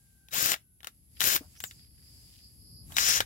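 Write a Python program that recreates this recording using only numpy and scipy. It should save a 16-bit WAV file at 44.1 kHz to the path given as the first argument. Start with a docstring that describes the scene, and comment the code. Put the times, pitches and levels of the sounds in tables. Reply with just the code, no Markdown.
"""A cordless drill spins its keyless chuck in three short bursts, close on the left, by a block wall.
Its gears whirr, its speed control whines and its motor brushes spit sparks. The chuck's lock clacks
at starts and stops and clicks when twisted between them. Fingers rub the grip, and the wall echoes.
Behind it are insects, a low rumble, a soft hiss, a thin chirp and a faint, far animal call."""
import sys
import numpy as np
from scipy import signal
from scipy.fft import rfft, irfft, next_fast_len
from scipy.io import wavfile
from scipy.ndimage import map_coordinates

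SR = 44100
rng = np.random.default_rng(int(sys.argv[2]) if len(sys.argv) > 2 else 0)


def wav_out(sig):
    """Save sig, one row per channel (or a flat mono array), as 16-bit PCM at SR to the path in sys.argv[1]."""
    wavfile.write(sys.argv[1], SR, np.round(np.clip(np.atleast_2d(sig).T, -1, 1) * 32767).astype(np.int16))


N = 143325

# The background. Each row: time in seconds, then dB of low insects, high insects, rumble and hiss.
BACKGROUND = [(0, -82, -68, -63, -68.5), (.7, -94.5, -67.5, -64, -76.5), (1.08, -83, -66, -61.5, -74),
              (1.2, -59.5, -58.5, -55, -63.5), (1.5, -67.5, -66, -58, -63), (1.8, -61, -63.5, -57, -64),
              (1.9, -69.5, -64, -59, -73), (2.15, -64.5, -62, -56.5, -61),
              (2.42, -65.5, -64.5, -58.5, -64.5), (2.58, -62, -60, -56, -68.5),
              (2.8, -57.5, -58, -50.5, -75.5), (2.93, -78, -58, -47.5, -50.5),
              (3.25, -68, -60, -47.5, -64.5)]
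# The tone of the rumble and of the hiss. Each row: frequency in Hz, level in dB.
RUMBLE_SHAPE = [(20, -33.5), (32, -23.5), (45, -4.5), (72, -0.5), (160, -10), (260, -18), (400, -28.5),
                (700, -40.5), (1500, -50), (4000, -79)]
HISS_SHAPE = [(200, -6.5), (700, -2), (1200, -9), (2200, -2), (4200, -0.5), (6300, 1), (7700, 5.5),
              (9500, 0.5), (13000, 0.5), (16000, -3)]
# Two animal voices. Each row: time in seconds, pitch in Hz, level in dB.
CHIRP_PATH = [(1.53, 4810, -80), (1.575, 5460, -56), (1.605, 6710, -59), (1.631, 7730, -47.5),
              (1.675, 7320, -44.5), (1.695, 5640, -64), (1.72, 4300, -58)]
CALL_PATH = [(0, 1604, -80), (.12, 1575, -79), (.23, 1560, -72.5), (.32, 1555, -71.5), (.62, 1543, -86.5),
             (.73, 1490, -88), (.8, 1480, -95)]
# Finger rubs. Each row: middle and half length in seconds, level in dB, centre in Hz.
FINGER_RUBS = [(1.174, 0.011, -57.5, 2760), (1.432, 0.021, -60, 834), (1.564, 0.01, -57, 2230),
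               (1.813, 0.042, -67.5, 2770), (2.017, 0.052, -73.5, 2260), (2.364, .06, -65.5, 3670),
               (2.93, 0.014, -49, 1000)]
# The ringing of the grip and of the lock. Each row: pitch in Hz, level in dB, seconds to fade 60 dB.
GRIP_RING = [(288, 8.5, 0.043), (462, 1, 0.051), (620, -16, 0.18)]
LOCK_RING = [(777, -12.5, 0.014), (1610, -4, 0.0067), (2943, 1, 0.007), (3420, -6.5, 0.0078)]
# Whines of the speed control. Each row: start and end in seconds, level in dB.
WHINE_TIMES = [(0.312, .4, -56), (1.198, 1.23, -57.5), (2.944, 3.054, -51.5)]
# Sparks at the brushes. Each row: time in seconds, level in dB, centre in Hz.
BRUSH_SPARKS = [(0.345, -25, 14530), (0.3847, -23, 14170), (0.4275, -18, 14300), (0.461, -15, 15070),
                (.502, -25.5, 14530), (1.257, -20, 11700), (1.274, -16, 12120), (1.35, -14.5, 14800),
                (1.36, -16, 14650), (1.367, -24.5, 12810), (3.087, -19.5, 9000), (3.094, -20, 9430)]
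# Lock clacks. Each row: time in seconds, level in dB, then extra dB for treble, bass and right side.
LOCK_CLACKS = [(.2853, -42, -0.5, -3.5, -0.5), (.518, -11, 0.5, 3.5, -5.5), (.5325, -18, -11, -3, -5.5),
               (.541, -16.5, -12.5, 1, -4.5), (.5605, -37, -2, 9, -5.5), (.805, -48.5, -7.5, 4.5, 2),
               (.831, -42, 2, 9, -16), (.845, -33, 1.5, 4.5, -3), (.8705, -28, 3.5, 6, -3),
               (1.2055, -9.5, -1.5, -19.5, -9), (1.216, -9, -9.5, -8, -7), (1.3625, -13.5, -5, 0, -2.5),
               (1.603, -26, 1.5, -14, -2.5), (1.639, -21, 2.5, 1.5, -6), (1.7105, -33.5, -9.5, -25, 2),
               (2.921, -34.5, -7.5, -2, 3.5), (2.9675, -7.5, -7, -9.5, -7.5), (2.9835, -8.5, -9, -3.5, 0),
               (3.204, -6.5, -8, 1.5, -1.5)]
# The tone of the lock's crack and of the drill's housing. Each row: frequency in Hz, level in dB.
CRACK_SHAPE = [(100, -33), (400, -10.5), (750, -14.5), (1100, -9), (1600, -2), (2300, -5.5), (3000, -10),
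               (3700, -1.5), (4500, -8.5), (6000, -8.5), (8500, -12), (12000, -11.5), (15000, -9)]
HOUSING_SHAPE = [(40, -21), (120, -11.5), (300, -14.5), (500, -12.5), (900, -14.5), (1200, -8),
                 (1550, -2.5), (2200, -6), (3000, -6), (3450, -7), (4000, -4.5), (4500, -7), (5400, -2),
                 (6200, -4.5), (6800, 0), (7700, -6.5), (8400, -8.5), (10000, -8.5), (12000, -5),
                 (13200, -6), (15000, -5)]
# How much weaker the gears are on the right. Each row: frequency in Hz, change in dB.
RIGHT_SHADE = [(100, -15.5), (300, -9), (700, -1.5), (1500, -4), (3000, -2.5), (4600, -2.5), (6200, -15),
               (7600, -5), (9500, -19), (12000, -7), (15000, -14)]
# How alike the gears sound on both sides. Each row: frequency in Hz, likeness from 0 to 1.
LIKENESS = [(100, 0.43), (1300, 0.86), (3000, .6), (6000, 0.37), (14000, 0.15)]
# Squealing and running gear tones. 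Each row: multiple of the motor's speed, level in dB.
SQUEAL_TONES = [(4, -42), (14, -37)]
GEAR_TONES = [(1, -20), (2, -26), (4, -19), (5, -21), (10, -25), (12, -22), (15, -17), (18, -16.5),
              (22, -21), (25, -16.5)]
# One list for each burst. Each row: time in seconds, motor turns per second, level in dB.
BURSTS = [
    [(.31, 60, -54.5), (.334, 150, -29), (.356, 230, -26.5), (.379, 285, -23.5), (.43, 312, -23),
     (.5, 340, -22.5), (.54, 200, -27.5), (.57, 60, -66.5)],
    [(1.198, 100, -44.5), (1.208, 180, -25), (1.24, 270, -21), (1.28, 315, -19), (1.31, 300, -20.5),
     (1.36, 240, -21.5), (1.378, 130, -33.5), (1.405, 95, -56)],
    [(2.958, 100, -43.5), (2.972, 170, -26), (3.0, 235, -22), (3.045, 291, -22.5), (3.088, 317, -19),
     (3.135, 293, -22.5), (3.18, 235, -21.5), (3.215, 77, -42.5), (3.25, 60, -68)],
]
# Each row colours one burst: bass in dB, gear tooth peak in dB, its centre in Hz, treble and tones in dB.
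BURST_COLOURS = [(2.5, 1, 4700, 1.5, 2), (1, -1, 6300, 1.5, -4.5), (-6, 5.5, 5800, -4, -0.5)]

RIGHT_DELAY_S = 0.0003727
WALL_ECHO_DB, WALL_FADE_S = -17, 0.17


def amp(db):
    """Turn decibels into a number to multiply by."""
    return 10 ** (np.asarray(db) / 20)


def unit(x):
    """Scale a signal to an average power of 1."""
    return x / np.sqrt(np.mean(x ** 2) + 1e-20)


def along(points, hz):
    """Read between a table's rows, on a scale of octaves."""
    f, v = np.transpose(points)
    return np.interp(np.log(hz + 1), np.log(f + 1), v)


def clock():
    """The time of every sample, in seconds."""
    return np.arange(N) / SR


def curves(rows):
    """Join timed rows into one curve for each column after the time."""
    s, *cols = np.transpose(rows)
    return [np.interp(clock(), s, c) for c in cols]


def gate(start, end):
    """1 between two times, with soft edges."""
    return np.clip(np.minimum(clock() - start, end - clock()) / .005 + 1, 0, 1)


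def wobble(rate):
    """A curve that slides to a new random value, rate times a second."""
    return map_coordinates(rng.standard_normal(N + 4), [clock() * rate], order=1)


def cycles(hz):
    """The growing angle (phase) of a wave whose pitch moves."""
    return 2 * np.pi * np.cumsum(hz) / SR


def bell(x, centre, width):
    """A smooth hump of height 1."""
    return np.exp(-.5 * ((x - centre) / width) ** 2)


def filtered(x, response):
    """Multiply each frequency f in x by response(f)."""
    m = next_fast_len(N + 8192)
    return irfft(rfft(x, m) * response(np.fft.rfftfreq(m, 1 / SR)), m)[..., :N]


def noise(response, channels=1):
    """Filtered noise with an average power of 1."""
    return unit(filtered(rng.standard_normal((channels, N)), response))


def ring(modes, t):
    """A struck part rings with fading tones, a little different each time."""
    return sum(amp(db + rng.normal(0, 2.0) - 60 * t / fade_s)
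               * np.sin(2 * np.pi * hz * (1 + rng.normal(0, 0.027)) * t) for hz, db, fade_s in modes)


def late(x):
    """Sound from the left reaches the right side later."""
    return filtered(x, lambda f: np.exp(-2j * np.pi * f * RIGHT_DELAY_S))


def echo(x, fade_s):
    """A blurred echo, different on each side, that drops 60 dB in fade_s."""
    t = np.arange(SR // 2) / SR
    tail = rng.standard_normal((2, len(t))) * amp(-60 * t / fade_s)
    return signal.fftconvolve(x[None], tail / np.linalg.norm(tail[0]), axes=1)[:, :N]


def outdoors():
    """Low, pulsing insects and high, smooth ones over a distant rumble and a soft hiss."""
    low_db, high_db, rumble_db, hiss_db = curves(BACKGROUND)
    low_insects = amp(low_db + 4.5 * wobble(11)) * noise(lambda f: bell(f, 4867, 327), channels=2)
    high_insects = amp(high_db) * noise(lambda f: bell(f, 10980, 650), channels=2)
    mid, side = noise(lambda f: amp(along(RUMBLE_SHAPE, f)), channels=2)
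    rumble = amp(rumble_db) * np.array([mid + 0.25 * side, 0.65 * (mid - 0.32 * side)])
    hiss = amp(hiss_db + wobble(17)) * noise(lambda f: amp(along(HISS_SHAPE, f)), channels=2)
    return low_insects + high_insects + rumble + hiss


def chirp():
    """A thin, echoing chirp, likely a small bird. Its fast-shaking pitch makes it raspy."""
    hz, db = curves(CHIRP_PATH)
    phase = cycles(hz + 463 * wobble(1500))
    tone = np.sin(phase) + amp(-6.5) * np.sin(2 * phase)
    voice = amp(db) * gate(CHIRP_PATH[0][0], CHIRP_PATH[-1][0]) * tone
    return voice + amp(-6) * echo(voice, fade_s=0.31)


def far_call():
    """A far animal holds a slowly sinking note, with a weaker tone an octave below."""
    hz, db = curves(CALL_PATH)
    phase = cycles(hz + 28 * wobble(300))
    tone = np.sin(phase) + amp(-15) * np.sin(phase / 2)
    return amp(db) * gate(CALL_PATH[0][0], CALL_PATH[-1][0]) * tone


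def fingers():
    """Skin rubs on the grip in short, grainy strokes."""
    rubs = 0
    for s, half_s, db, hz in FINGER_RUBS:
        friction = noise(lambda f: bell(np.log2(f + 1), np.log2(hz), width=0.66), channels=2)
        rubs += amp(db) * bell(clock(), s, half_s) * friction
    grain = unit(amp(7 * wobble(350)))
    return rubs * grain


def grip_bump(start_s=1.409, rise_s=0.0013):
    """The drill settles in the hand with a soft, hollow knock."""
    t = np.maximum(clock() - start_s, 0)
    return amp([[-42], [-47]]) * ring(GRIP_RING, t) * (1 - np.exp(-t / rise_s))


def electrics(whine_hz=3850, spark_half_s=0.0012, spark_width_hz=880):
    """The speed control whines as the motor starts; the brushes spit short, bright sparks."""
    t = clock()
    whine = sum(amp(db) * np.sin(2 * np.pi * k * whine_hz * t)
                for k, db in enumerate([7, -1, -7.5, 0], start=1))
    left = whine * sum(amp(db) * gate(start, end) for start, end, db in WHINE_TIMES)
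    thump = amp(-16) * noise(lambda f: bell(f, 170, 250))[0]
    for s, db, hz in BRUSH_SPARKS:
        fizz = noise(lambda f: 1 / (1 + ((f - hz) / spark_width_hz) ** 2))[0]
        left += amp(db) * bell(t, s, spark_half_s) * (fizz + thump)
    return np.array([left, amp(-21.5) * late(left)])


def chuck(rise_s=0.00072, crack_fade_s=0.0067, rattle_fade_s=0.072):
    """The lock in the chuck (the bit holder) clacks: a hard crack, a short ring and a brief rattle."""
    out = np.zeros((2, N + SR))
    t = np.arange(SR // 10) / SR
    lock_noise = noise(lambda f: amp(along(CRACK_SHAPE, f)), channels=2)
    treble = filtered(lock_noise, lambda f: 1 - 1 / (1 + (f / 5000) ** 4))
    bass_cut = signal.butter(1, 2000, 'high', fs=SR, output='sos')
    for k, (s, db, treble_db, bass_db, right_db) in enumerate(LOCK_CLACKS):
        at = slice(round(s * SR), round(s * SR) + len(t))
        fresh = slice(k * len(t), (k + 1) * len(t))  # new noise for each clack
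        crack = lock_noise[:, fresh] + (amp(treble_db) - 1) * treble[:, fresh]
        blow = ring(LOCK_RING, t) + amp(6 - 60 * t / crack_fade_s) * crack[0]
        rattle = amp(-13 - 60 * t / rattle_fade_s) * crack
        clack = (blow + rattle) * (1 - np.exp(-t / rise_s))
        thin = signal.sosfilt(bass_cut, clack)
        out[:, at] += amp([[db], [db + right_db]]) * (thin + amp(bass_db) * (clack - thin))
    return np.array([out[0, :N], late(out[1, :N])])


def squeal():
    """The loaded gears sing a short rising note as the first burst spins up."""
    speed, _ = curves(BURSTS[0])
    angle = cycles(speed * (1 + .015 * wobble(500)))
    tones = sum(amp(db) * np.sin(round(k) * angle) for k, db in SQUEAL_TONES)
    left = bell(clock(), centre=.358, width=.016) * tones
    return np.array([left, amp(-4.5) * late(left)])


def gears(burst, colour, waver=.004, beat_depth=.3, rattle_db=1.57, flutter_db=2.5):
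    """Gear teeth make tones and a noise that pulses with each motor turn, heard through the housing."""
    speed, level_db = curves(burst)
    bass_db, tooth_db, tooth_hz, treble_db, tones_db = colour
    angle = cycles(speed * (1 + waver * wobble(250)))
    grind = rng.standard_normal((2, N))
    grind *= unit((1 + beat_depth * np.cos(angle)) * amp(rattle_db * wobble(600)))
    tones = sum(amp(tones_db + db + flutter_db * wobble(70))
                * np.sin(round(k) * angle + rng.uniform(0, 2 * np.pi)) for k, db in GEAR_TONES)

    def housing(f):
        bass = bass_db / (1 + (f / 600) ** 4)
        treble = treble_db * (1 - 1 / (1 + (f / 9700) ** 10))
        teeth = tooth_db * bell(np.log2(f + 1), np.log2(tooth_hz), width=0.13)
        return unit(amp(along(HOUSING_SHAPE, f) + bass + treble + teeth))

    def right_blend(f):
        alike = np.clip(along(LIKENESS, f), 0, 1)
        return amp(along(RIGHT_SHADE, f)) * np.array([alike, np.sqrt(1 - alike ** 2)])

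    loudness = amp(level_db) * gate(burst[0][0], burst[-1][0])
    left, other_grind = filtered(np.array([grind[0] + tones, grind[1]]), housing) * loudness
    # The right side mixes the delayed left sound with a grind of its own.
    right = filtered(np.array([late(left), other_grind]), right_blend).sum(0)
    return np.array([left, right])


def scene():
    """The drill, its echo off the wall and the yard around it."""
    whirr = sum(gears(burst, colour) for burst, colour in zip(BURSTS, BURST_COLOURS))
    drill = whirr + electrics() + chuck() + grip_bump() + fingers() + squeal()
    wall = amp(WALL_ECHO_DB) * echo(drill.mean(0), WALL_FADE_S)
    return drill + wall + chirp() + far_call() + outdoors()


def record(dry):
    """Cut the deep bass below 36 Hz and the treble above 15900 Hz."""
    return filtered(dry, lambda hz: (1 - 1 / (1 + (hz / 36) ** 6)) / (1 + (hz / 15900) ** 200))


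dry = scene()
out = record(dry)
wav_out(out)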